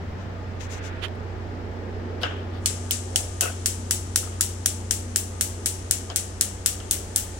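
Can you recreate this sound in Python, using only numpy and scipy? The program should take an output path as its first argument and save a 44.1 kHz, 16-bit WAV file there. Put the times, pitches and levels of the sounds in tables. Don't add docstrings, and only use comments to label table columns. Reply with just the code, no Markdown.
import sys
import numpy as np
from scipy import signal
from scipy.fft import rfft, irfft, next_fast_len
from scipy.io import wavfile
from scipy.ndimage import uniform_filter1d

SR = 44100
rng = np.random.default_rng(int(sys.argv[2]) if len(sys.argv) > 2 else 0)


def transcribe(signal):
    frames = np.atleast_2d(signal).T
    limited = np.clip(frames, -1, 1)
    pcm = np.round(limited * 32767).astype(np.int16)
    wavfile.write(sys.argv[1], SR, pcm)


def makeup_ratio(level_db):
    decades = np.asarray(level_db, float) / 20
    return 10 ** decades


N = 325899

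# (frequency [Hz], level [dB], from [s], to [s])
COMPRESSOR_LINES = [(58, -46, 0, 8.4), (116.2, -48, 0, 1.5), (116.4, -57, 1.6, 8.4), (212, -49.5, 3.5, 5.4),
                    (200.5, -50, 6, 7.1), (298.6, -55.5, 1.3, 8.4), (78.4, -60, -1.0, 8.4)]
# (time [s], drone [dB], left-right [dB], motor tone [dB])
FRIDGE_DRONE = [(0.0, -34, 2.5, -47), (0.3, -34.5, -2.5, -72), (1.11, -34, -5.5, -43),
                (1.79, -35.5, -5, -38), (2.59, -31, -1, -36), (2.98, -32.5, 0.5, -34.5),
                (3.3, -33.5, 0.3, -46), (3.55, -32.5, 1.3, -36.5), (4.3, -33, 1, -38), (4.9, -33, 1.1, -35),
                (5.9, -35.5, 0, -46.5), (6.3, -37, 0.5, -60), (7.39, -37.5, -1, -48)]
# (frequency [Hz], width [Hz], level [dB], share of the standing wave's swing)
FRIDGE_TONES = [(59.1, 9.9, -53, .01), (118, 11, -73, .01), (241.6, 8.6, -61.5, 0.78),
                (292.7, 12, -58, 0.15), (364, 36, -50, 0.16), (863.5, 7.1, -56.5, .01),
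                (1219, 7.8, -58.5, 0.0092)]
# (frequency [Hz], density [dB per Hz])
RUMBLE_COLOUR = [(10, -11), (22, -29), (40, -8), (52, -11), (62, -18), (75, -1), (100, -35), (140, -67)]
# (time [s], level [dB])
FOOTFALLS = [
    (.12, -46),
    (.66, -49),
    (.9, -45),
    (1.75, -52),
    (2.3, -50),
    (7.39, -45),
]
# (time [s], level [dB])
FLAMES = [
    (3.18, -45.5),
    (4.28, -70),
    (7.0, -53),
]
# (frequency [Hz], density [dB per Hz])
FAN_COLOUR = [(65, -15), (110, -2.5), (119, -10.5), (148, -5.5), (236, -4.5), (313, -8.5), (454, -5.5),
              (527, -10.5), (840, -13), (1110, -19), (1840, -20), (2530, -27), (5130, -37), (9500, -72),
              (12400, -104), (20900, -120)]
# (frequency [Hz], left-right [dB])
FAN_SIDES = [(60, -18), (110, 2.5), (200, -3.5), (380, -1), (700, -2.5), (1290, 6), (2380, -1), (4400, 2),
             (8120, 34), (15000, 12)]
# (frequency [Hz], likeness)
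LIKENESS = [(25, 0.88), (60, 0.97), (130, 0.85), (290, 0.88), (640, 0.37), (1410, -1.14), (3100, 0.29),
            (6820, -1.1)]
# (time [s], level [dB])
CORNER_AIR = [
    (.35, -6),
    (2.1, 3.5),
]
# (frequency [Hz], density [dB per Hz])
HISS_COLOUR = [(1500, -10.5), (3000, -3), (5000, -5), (7500, -4), (9500, -3.5), (12000, -21), (16000, -36)]
# (frequency [Hz], left-right [dB])
HISS_SIDES = [(2000, 1), (4000, 1.5), (6300, 16), (8000, 6), (10000, 0), (15000, 5)]

# (time [s], length [s], level [dB], brightness [dB per octave])
CLOTH = [(.217, 0.086, -59.5, -9.5), (.611, 0.017, -51.5, -4), (.635, 0.064, -56, -2.5),
         (.73, 0.055, -53, 0), (.772, 0.043, -60, -1), (.861, 0.056, -55, -2)]
SOLE = [(1.044, 0.041, -39.5, 0.1), (1.084, 0.002, -53, 6), (1.156, 0.012, -74, 14)]
DRAG = [(.854, 0.46, -43.5, 0.1)]
FINGERS = [(2.226, 0.026, -41.5, 7.6), (2.25, 0.055, -38, 1.2), (2.297, 0.079, -51, .1),
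           (2.402, 0.12, -54, 1.3), (2.561, 0.081, -48, 1.8), (6.1025, 0.005, -44, 2),
           (6.113, 0.033, -39, 1.3333)]
STEM_RUB = [(3.46, 0.073, -30, -1)]
PALM = [(3.426, 0.025, -45, -6), (6.117, 0.029, -42, 2)]
# (frequency [Hz], density [dB per Hz])
CLOTH_COLOUR = [(1100, -16), (1600, -4), (4800, -7.5), (6200, -2), (7500, -8.5), (8600, -15), (15000, -27),
                (16500, -40)]
SOLE_COLOUR = [(380, -21), (550, -6.5), (1900, -3.5), (3200, 1.5), (4800, -14.5), (8300, -29.5),
               (10500, -26), (16000, -42)]
DRAG_COLOUR = [(900, -21), (1400, 1.5), (1900, -1), (2600, -6), (4000, -17), (9000, -64)]
FINGER_COLOUR = [(380, -16), (600, 18), (2200, -14), (3100, 3), (5000, -7), (6800, -24), (12500, -27),
                 (15500, -32)]
STEM_COLOUR = [(420, -9), (680, -9), (1400, -32), (1480, 3.5), (1570, -30), (2450, -22), (2620, -5),
               (3300, -34)]
PALM_COLOUR = [(450, 0), (700, -3), (1000, -10), (1250, -5), (1700, -30), (6000, -60)]

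SQUEAK_TIMES = [3.4205, 4.229, 4.272, 2.25, 3.427, 3.4285, 3.419, 3.499, 2.263, 3.4423, 3.4555, 3.474, 4.4,
                2.911, 3.423, 3.2, 6.0998, 6.1005, 6.101, 2.2325, 2.235, 2.241]
# (level [dB], frequency [Hz], t60 [s])
SQUEAK_RINGS = [(-39, 650, .034), (-36, 1300, .02), (-35.5, 1250, 0.031), (-43, 3000, 0.14),
                (-36, 1465, .08), (-31, 2600, .05), (-37, 2700, .05), (-41, 1480, .04), (-35, 1500, .04),
                (-33, 1465, .07), (-28.5, 1300, .05), (-36, 2000, 0.031), (-46, 1300, .08),
                (-42, 2950, 0.055), (-36, 2900, .05), (-47, 2600, .05), (-32.5, 3120, 0.022),
                (-33.5, 5010, .016), (-39, 6700, .012), (-31, 4300, .015), (-26, 1550, .04),
                (-37, 2900, .04)]
SLIP_TIMES = [3.483, 3.409, 3.447, 2.2395, 2.252, 2.24, 2.284, 2.308, 6.108, 1.0655, 1.084, 2.2328, 2.365,
              2.385]
# (level [dB], frequency [Hz], t60 [s])
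SLIP_RINGS = [(-34, 1490, .06), (-32, 2920, .03), (-35, 2900, .04), (-32, 3000, .02), (-37, 3200, .05),
              (-38, 5000, .03), (-43, 3000, .05), (-40, 1900, 0.028), (-44, 3400, .04), (-46, 2600, .01),
              (-52, 5000, .006), (-39, 6300, 0.0091), (-48, 2900, .06), (-48, 3150, .06)]
# (time [s], peak [dB], left-right [dB], brightness [dB per octave], share of the hollow ring [dB])
KNOCKS = [(2.215, -42, -2.5, 5, -2), (2.2326, -22.5, 10, 4, -8.5), (2.307, -44.5, -1, -4, 0),
          (2.8374, -57, 9, -12.5, -12), (3.4205, -36, -5, -3.5, -13), (3.432, -41, 8, 5, 2),
          (3.4994, -43, -3, -7, -4.5), (4.2288, -46.5, 7, 0, -2.5), (4.2722, -51, 11, -2, -6),
          (4.3206, -53, 0, -8, -3), (6.1, -36, -4, -2, -10), (6.802, -46.5, 12, 8, -5)]
# (frequency [Hz], level [dB], t60 [s])
PANEL_MODES = [(702, 1, 0.041), (714, -39, 0.013), (1024, -5, 0.025), (1304, -14, 0.13), (1480, -14, 0.074),
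               (1460, -33, 0.035), (2080, -16, 0.019), (2100, -28, 0.038), (2760, -7.5, 0.035),
               (3050, -27, 0.088), (2960, -8, 0.068), (3230, 2, 0.016), (3870, -1.5, 0.0058),
               (4580, -7, 0.016), (5140, -12, 0.018), (6700, -21, 0.0056), (9000, -27, 0.0032)]

# (frequency [Hz], early t60 [s], late t60 [s], left [dB], right [dB])
KITCHEN = [(680, 0.17, 0.99, -10, 19), (1090, 0.17, 0.5, -14, -4.5), (1430, 0.24, 0.5, 3, -4),
           (3080, 0.22, 0.7, 8.5, 8), (4060, 0.23, 0.51, 2, 4), (6020, 0.28, 0.72, 8.5, -14.5),
           (7440, 0.24, 0.61, 8.5, -5.5), (8870, 0.28, 0.53, -3.5, -6.5), (11100, 0.2, 0.42, 1, 10),
           (13500, 0.21, 0.29, 2, -18), (16000, 0.17, 0.33, 14, 4)]
# (time [s], brightness [dB per octave], middle [dB], top [dB])
TURNING = [(2.6, 1, 2, -10), (3.0, 1, 1, -12), (3.3, 1, 1, -2), (3.7, 1, -0.3, -4), (4.3, 1.3, 1.5, -1.5),
           (4.8, 0.6, -1.5, -6), (5.2, 1, -2, 0.5), (5.9, 1, 0, -5), (6.3, 0.5, -1, -6), (6.7, 0, 1, 2),
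           (7.2, 0, -2.5, 5)]
# (frequency [Hz], density [dB per Hz])
KNOCK_ECHO = [(290, -26), (500, 7), (679, -3), (1130, 24), (1450, 22.5), (2160, 1.5), (2710, 14.5),
              (4090, -10), (5060, -2), (12000, -57), (15600, -73), (22000, -120)]

# (time [s], peak [dB], left-right [dB], thin crack of a gap in plain sight [dB],
# brightness [dB per octave])
SPARKS = [(2.659, -6, 2, -28, -10), (2.909, -17, -14.5, 1, -18), (3.159, -4.5, 3, -27, -12),
          (3.409, -5, 11.5, -24, -3.5), (3.659, -7, 5.5, -31, -5), (3.9094, -5, 10.5, -16, -3),
          (4.1591, -2, 8, -30, 0), (4.409, -3, 10, -29, 3), (4.6593, -1.5, 10, -28, 3),
          (4.9092, -7, 15, -31, -1.5), (5.1595, -5.5, 11.5, -25, -6), (5.4098, -6.5, 8, -31, -0.5),
          (5.6592, -6.5, 11, -27, 1), (5.91, -1.5, 12, -30, 1.5), (6.16, -5, 10, -29, 1.5),
          (6.4102, -3, 9, -33, 3), (6.6603, -2, 9.5, -31, 2.5), (6.9103, -4.5, 8, -23, 4),
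          (7.1603, -4.5, 8, -22, -2)]
# (frequency [Hz], density [dB per Hz])
SNAP_COLOUR = [(710, -46), (1200, -12.5), (1710, -10), (2440, -14), (4340, -8.5), (5670, -7.5), (7310, -8),
               (9540, -0.5), (10200, -1.5), (12900, -7.5), (15700, -22.5), (16300, -26), (17000, -7)]
# (frequency [Hz], left-right [dB])
SNAP_SIDES = [(1500, -3.5), (3000, -15.5), (5000, 1), (7000, 9.5), (9500, -11.5), (12000, -18),
              (15500, -8.5)]
SNAP_BODY = [-5.5, -4.5, -4, -0.5, 0.5, 2.5, 5, 7, 5, 0.5, 0, 5, 3.5, -1, -3, -5, 0.5, -5, -7]
# (left [Hz], left [dB], right [Hz], right [dB])
CAPS = [(7500, -10, 8200, 3), (7500, -6, 8700, -5), (5470, -2, 8450, 5), (8200, -15, 11300, 0),
        (6000, -1, 7800, -8), (7900, -10, 11000, -5), (5900, -2, 8600, 3), (7040, 4, 7400, 2),
        (6030, 2, 8500, 4), (6060, -1, 7600, -5), (8000, 0, 8800, 1), (8100, 0, 9700, 0),
        (8000, -9, 10600, 3), (9700, 3, 9300, -4), (7450, -9, 9500, 3), (7600, 1, 13000, 2),
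        (7700, 0, 11000, 0), (6450, 1, 11000, -4), (9600, 13, 9600, -6)]
# (left [Hz], left [dB], right [Hz], right [dB])
GRATES = [(4350, 10, 2850, 1), (5300, -3, 2960, 5), (5300, -6, 2960, 6), (4710, -1, 3000, 1),
          (5300, -3, 4860, 1), (5150, -4, 5100, 2), (5300, -4, 4400, 0), (5270, -9, 4910, 6),
          (5300, -8, 3300, -7), (5280, 2, 3200, 2), (5230, -4, 2700, 3), (5260, 3, 3150, -2),
          (5300, 3, 4300, 10), (5260, 0, 5900, 9), (5280, 1, 2860, -2), (5270, 1, 2890, -4),
          (5260, -2, 2800, -1), (4590, -3, 3500, 7), (4600, -5, 3300, -1)]
# (left at 3.4 kHz [dB], right at 5.7 kHz [dB], left top [dB], right top [dB])
SHADING = [(5, 8, 5, 2), (0, 2, 0, 0), (-3, 0, 5, -2), (-6, -7, 9, -2), (0, 8, 7, 1), (-1, 1, -1, 2),
           (0, 7, -5, -2), (-1, 5, -1, -1.5), (5, 8, -1, 0), (1, 2, 1, 0), (-1, 1, 8, 2), (-1, 2, 5, -5),
           (2, 1, 2, -1), (6, 1, 6, 0), (7, -5, 2, 0), (9, 2, 3, -9.5), (7, -6, 1, -3.5), (6, 1, 4, -7),
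           (4, -8, 6, -1)]
FAR_GAPS = [-8, -12, -6, -9, -10, -14, -12, -1.5, -3, 3, 0, -14, -10, -6, -14, -8, -24, -12, -12]
# (frequency [Hz], width [Hz], added [dB])
HOLLOWS = [
    [(1490, 230, -0.5), (6000, 370, -5.5), (7950, 320, -4), (9300, 500, -21)],
    [(1400, 240, -8), (3230, 470, -1.5), (8700, 440, -5), (9800, 500, -11)],
]
SCATTER_LENGTH = [
    [0.0017],
    [0.00085],
]
# (delay [s], level [dB])
BOUNCES = [
    (.0032, -24),
    (.0082, -5),
]

# (frequency [Hz], width [Hz], added [dB])
CAVITIES = [
    (7360, 1600, -9.5),
    (8830, 810, -3.5),
]


def rms_one(x):
    return x / np.sqrt(np.mean(x ** 2) + 1e-20)


def in_time(rows):
    s, *columns = np.transpose(rows)
    return [np.interp(np.arange(N) / SR, s, c) for c in columns]


def at_hz(points, hz, column=1):
    points = np.array(points)
    return np.interp(np.log(hz + 1), np.log(points[:, 0] + 1), points[:, column])


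def sides(pan_db):
    return makeup_ratio(np.array([pan_db / 2, -pan_db / 2]))


def ramp(s, start_s, takes_s):
    return np.clip((s - start_s) / max(takes_s, .01), 0, 1)


def waver(rate):
    knots = rng.standard_normal(64)
    return np.interp(np.arange(N) / SR * rate, np.arange(64), knots)


def swells(rows, length):
    t = np.arange(N) / SR
    return sum(makeup_ratio(db) * np.exp(-((t - s) / (.5 * length)) ** 2) for s, db in rows)


def coloured(spectrum):
    size = next_fast_len(N)
    hz = np.fft.rfftfreq(size, 1 / SR)
    mid, side = rfft(rng.standard_normal((2, size)))
    alike = np.clip(at_hz(LIKENESS, hz), 0, 1)
    pair = np.sqrt(1 + alike) * mid + np.sqrt(1 - alike) * side * [[1], [-1]]
    return rms_one(irfft(pair * spectrum(hz), size)[:, :N])


def resonance(x, hz, width_hz):
    r = np.exp(-np.pi * width_hz / SR)
    poles = [1, -2 * r * np.cos(2 * np.pi * hz / SR), r * r]
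    return signal.lfilter([(1 - r * r) / 2, 0, (r * r - 1) / 2], poles, x)


def hump(hz, centre_hz, width_hz, added_db):
    return 1 + makeup_ratio(added_db) / np.sqrt(1 + (2 * (hz - centre_hz) / width_hz) ** 2)


def treble(hz):
    return 1 / (1 + (11000 / hz) ** 12)


def causal(gain):
    cepstrum = irfft(np.log(gain + 1e-9))
    half = cepstrum.shape[-1] // 2
    cepstrum[..., 1:half] *= 2
    cepstrum[..., half + 1:] = 0
    return np.exp(rfft(cepstrum))


def compressor():
    t, fade_s = np.arange(N) / SR, 0.25
    out = np.zeros(N)
    for hz, db, start, end in COMPRESSOR_LINES:
        heard = ramp(t, start, fade_s) - ramp(t, end, fade_s)
        out += np.sqrt(2) * makeup_ratio(db) * heard * np.sin(2 * np.pi * hz * t)
    return out


def fridge():
    drone_hz, motor_hz, motor_db = 90.8, 239.4, -52
    level_db, pan_db, standing_db = in_time(FRIDGE_DRONE)
    t, swing_db = np.arange(N) / SR, standing_db + 42.0
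    drone = np.sqrt(2) * makeup_ratio(level_db) * np.sin(2 * np.pi * drone_hz * t) * sides(pan_db)
    whine_db = motor_db + swing_db + 2.1 * waver(8.7)
    out = drone + np.sqrt(2) * makeup_ratio(whine_db) * np.sin(2 * np.pi * motor_hz * t)
    white = coloured(np.ones_like)
    for hz, width_hz, tone_db, share in FRIDGE_TONES:
        tone = resonance(resonance(white, hz, width_hz), hz, width_hz)
        out = out + makeup_ratio(tone_db + share * swing_db) * rms_one(tone)
    return out


def rumble(flames):
    heave = makeup_ratio(-46 + 1.5 * waver(16)) + swells(FOOTFALLS, 0.067) + flames
    return heave * coloured(lambda hz: makeup_ratio(at_hz(RUMBLE_COLOUR, hz)))


def fan_air(flames):
    t = np.arange(N) / SR
    level_db, shaded_db = -39, -43
    fan_db = level_db + (shaded_db - level_db) * ramp(t, 2.53, 0.5)
    fan = makeup_ratio(fan_db + 3) * coloured(lambda hz: makeup_ratio(at_hz(FAN_COLOUR, hz)) * sides(at_hz(FAN_SIDES, hz)))
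    corner_db = sum(db * np.exp(-((t - s) / (.5 * 0.64)) ** 2) for s, db in CORNER_AIR)
    fan = fan + (makeup_ratio(corner_db) - 1) * resonance(fan, 362, 180)
    fan = fan + makeup_ratio(45.5) * flames * resonance(fan, 580, 370)
    low = makeup_ratio(np.where(t < 0.56, 2, -3.5))
    return fan + (low - 1) * resonance(fan, 139, 84)


def gas_hiss():
    opening = ramp(np.arange(N) / SR, 2.595, 0.096)
    valve = opening * makeup_ratio(-49 + 1.2 * waver(2.26))
    return valve * coloured(lambda hz: makeup_ratio(at_hz(HISS_COLOUR, hz)) * sides(at_hz(HISS_SIDES, hz)))


def air():
    flames = swells(FLAMES, 0.22)
    return rumble(flames) + fan_air(flames) + gas_hiss()


def scuffs():
    half, grain_db = SR // 5, 4.5
    out, t = np.zeros((2, N)), np.arange(-half, half) / SR
    hz = np.fft.rfftfreq(len(t), 1 / SR)
    rubs = [(CLOTH, CLOTH_COLOUR, 32.5), (SOLE, SOLE_COLOUR, -28.5), (DRAG, DRAG_COLOUR, -1.5),
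            (FINGERS, FINGER_COLOUR, 7), (STEM_RUB, STEM_COLOUR, 2.5), (PALM, PALM_COLOUR, 8)]
    for rows, colour, pan_db in rubs:
        for s, length, level_db, bright_db in rows:
            grains = rng.standard_normal((2, len(t))) * makeup_ratio(grain_db * rng.standard_normal(len(t)))
            tilt_db = bright_db * np.log2(np.clip(hz, 500, 9000) / 2000)
            shape = makeup_ratio(at_hz(colour, hz) + tilt_db) * (hz > 300)
            rub = rms_one(irfft(rfft(grains) * shape, len(t)))
            swell = np.exp(-np.abs(t / (.5 * length)) ** 2.5)
            i = round(s * SR) - half
            out[:, i:i + len(t)] += makeup_ratio(level_db) * rub * swell * sides(pan_db)[:, None]
    return out


def stem(times, rows):
    out, t = np.zeros(N), np.arange(SR // 8) / SR
    for s, (level_db, hz, t60), phase in zip(times, rows, rng.random(len(rows))):
        i = round(s * SR)
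        envelope = makeup_ratio(level_db - 60 * t / t60) * np.minimum(t * hz / 3.0, 1)
        out[i:i + len(t)] += envelope * np.sin(2 * np.pi * (hz * (i / SR + t) + 0.12 * phase))
    return out * sides(19.5)[:, None]


def knob():
    s, peak_db, pan_db, bright_db, hollow_db = np.transpose(KNOCKS)
    at, out = np.round(s * SR).astype(int), np.zeros((2, N))
    luck_db = 2.2 * rng.standard_normal((len(s), len(PANEL_MODES), 2))
    for k, (hz, level_db, t60) in enumerate(PANEL_MODES):
        strike_db = peak_db + level_db + 1.0 + bright_db * np.log2(hz / 2000) + luck_db[:, k].T
        if 1200 < hz < 1750:
            strike_db = strike_db + hollow_db + 12.0
        clicks = np.full((2, N), 1e-18)
        clicks[:, at] = makeup_ratio(strike_db) * sides(pan_db)
        r, w = makeup_ratio(-60 / (t60 * SR)), 2 * np.pi * hz / SR
        out += (-1) ** k * signal.lfilter([0, np.sin(w)], [1, -2 * r * np.cos(w), r * r], clicks)
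    return out


def turned(s, hz):
    times, *columns = np.transpose(TURNING)
    tilt_db, middle_db, top_db = [np.interp(s, times, c, left=0) for c in columns]
    middle = np.exp(-(np.log2(hz / 3600) / 1.25) ** 2)
    return tilt_db * np.log2(hz / 7000) + middle_db * middle + top_db * treble(hz)


def kitchen(sources):
    late_db = -10
    out, edges = np.zeros((2, N)), 420 * 2 ** np.arange(0, 5.5, 1 / 3)
    white = rng.standard_normal((2, 2, N))
    for k, (low, high) in enumerate(zip(edges, edges[1:])):
        hz = np.sqrt(low * high)
        early, late, left_db, right_db = [at_hz(KITCHEN, hz, column=c) for c in range(1, 5)]
        blows = np.full(N, 1e-18)
        for s, level_db, spectrum in sources:
            at = np.round((s + .0015) * SR).astype(int)
            blows[at] += makeup_ratio(level_db + turned(s, hz) + at_hz(spectrum, hz)) ** 2

        def fade(t60):
            return signal.lfilter([1], [1, -makeup_ratio(-120 / (t60 * SR))], blows)

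        power = fade(early) + makeup_ratio(late_db) ** 2 * fade(late) - fade(0.019)
        band_filter = signal.butter(2, [low, high], "band", fs=SR, output="sos")
        band = signal.sosfilt(band_filter, white[k % 2])
        out += makeup_ratio(np.array([[left_db], [right_db]])) * band * np.sqrt(np.maximum(power, 0))
    return out


def ringing(hz, row, width_hz):
    left_hz, left_db, right_hz, right_db = row
    return np.array([hump(hz, left_hz, width_hz, left_db), hump(hz, right_hz, width_hz, right_db)])


def sparks():
    out, size = np.zeros((2, N)), 1024
    hz, t = np.fft.rfftfreq(size, 1 / SR), np.arange(size // 4) / SR
    hollows = np.array([np.prod([hump(hz, *row) for row in side], axis=0) for side in HOLLOWS])
    snap = makeup_ratio(at_hz(SNAP_COLOUR, hz)) * sides(at_hz(SNAP_SIDES, hz)) * hollows
    linger = makeup_ratio(-19) * np.exp(-t / 0.0018)
    scatter = np.minimum(t / 0.00024 + 0.13, 1) * (np.exp(-(t / np.array(SCATTER_LENGTH)) ** 2) + linger)
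    far = np.exp(-((t - .0021) / 0.00066) ** 2) * [[0], [1]]
    middle = np.exp(-(np.log2((hz + 1) / [[3400], [5700]]) / 0.39) ** 2)
    top = treble(hz + 1)
    crack = np.exp(-((t - .0009) / 0.00013) ** 2) * np.sin(2 * np.pi * 13500 * t) * sides(11.0)[:, None]
    direct, pulse = 1 / (1 + (hz / 2460) ** 4), np.exp(-2j * np.pi * hz * 0.00044)
    fade_out = np.minimum(np.arange(size, 0, -1) / (size / 2), 1)

    def paths():
        return (rng.random((2, len(t))) < .25) * rng.standard_normal((2, len(t)))

    keep, now = 0.75, paths()
    shading = np.array(SHADING)[:, :, None]
    firings = zip(SPARKS, CAPS, SNAP_BODY, shading, FAR_GAPS, GRATES)
    for (s, peak_db, pan_db, crack_db, bright_db), cap, body_db, shade_db, far_db, grate in firings:
        now = keep * now + np.sqrt(1 - keep ** 2) * paths()
        arrivals = rfft(now * (scatter + makeup_ratio(far_db) * far), size)
        even = 1 / np.sqrt(uniform_filter1d(np.abs(arrivals) ** 2, size=19))
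        tilt_db = bright_db * np.log2(np.maximum(hz, 6000) / 8000)
        body = makeup_ratio(body_db / (1 + (hz / 2800) ** 4) + tilt_db)
        shade = makeup_ratio(shade_db[:2] * middle + shade_db[2:] * top)
        metal = ringing(hz, cap, 240) * shade * ringing(hz, grate, 140)
        arriving = arrivals * causal(even) * np.sqrt(1 - direct ** 2) + direct * pulse
        burst = irfft(arriving * causal(snap * body * metal)) * fade_out
        i = round(s * SR)
        out[:, i:i + size] += rms_one(burst) * makeup_ratio(peak_db - 14.5) * sides(pan_db)[:, None]
        out[:, i:i + len(t)] += (makeup_ratio(crack_db - 10) + makeup_ratio(-18)) * crack
        blurred = rms_one(signal.lfilter([1, -.7], [1], burst[::-1]))
        for (delay, bounce_db), luck in zip(BOUNCES, rng.standard_normal((len(BOUNCES), 2))):
            j = i + round(delay * (1 + 0.065 * luck[0]) * SR)
            out[:, j:j + size] += blurred * makeup_ratio(peak_db - 25.0 + bounce_db + 1.5 * luck[1])
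    return signal.sosfiltfilt(signal.butter(7, 1180, "high", fs=SR, output="sos"), out)


def scene():
    spark_s = np.transpose(SPARKS)[0]
    knock_s, knock_db, _, _, hollow_db = np.transpose(KNOCKS)
    wet = kitchen([(spark_s, -16, SNAP_COLOUR), (knock_s, knock_db + hollow_db, KNOCK_ECHO)])
    wet = wet + makeup_ratio(-4) * resonance(wet, 7720, 600)
    background = compressor() + fridge() + air()
    handling = scuffs() + stem(SQUEAK_TIMES, SQUEAK_RINGS) + stem(SLIP_TIMES, SLIP_RINGS) + knob()
    return background + handling + wet + sparks()


def roll_off(x):
    return signal.sosfilt(signal.butter(12, 17140, fs=SR, output="sos"), x)


def record(dry):
    pairs = zip(dry, CAVITIES)
    x = np.array([side + makeup_ratio(db) * resonance(side, hz, width_hz) for side, (hz, width_hz, db) in pairs])
    dull, overload = 0.32, .84
    x = x + makeup_ratio(-67.5) * signal.lfilter([1 - dull], [1, -dull], rng.standard_normal(dry.shape))
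    x = x + makeup_ratio(3) * resonance(x, 15700, 400)
    x = signal.sosfilt(signal.ellip(10, .5, 45, 15850, fs=SR, output="sos"), x)
    x = overload * np.tanh(x / overload)
    x = signal.sosfilt(signal.ellip(10, .5, 60, 16600, fs=SR, output="sos"), x)
    return roll_off(x)


dry = scene()
out = record(dry)
transcribe(out)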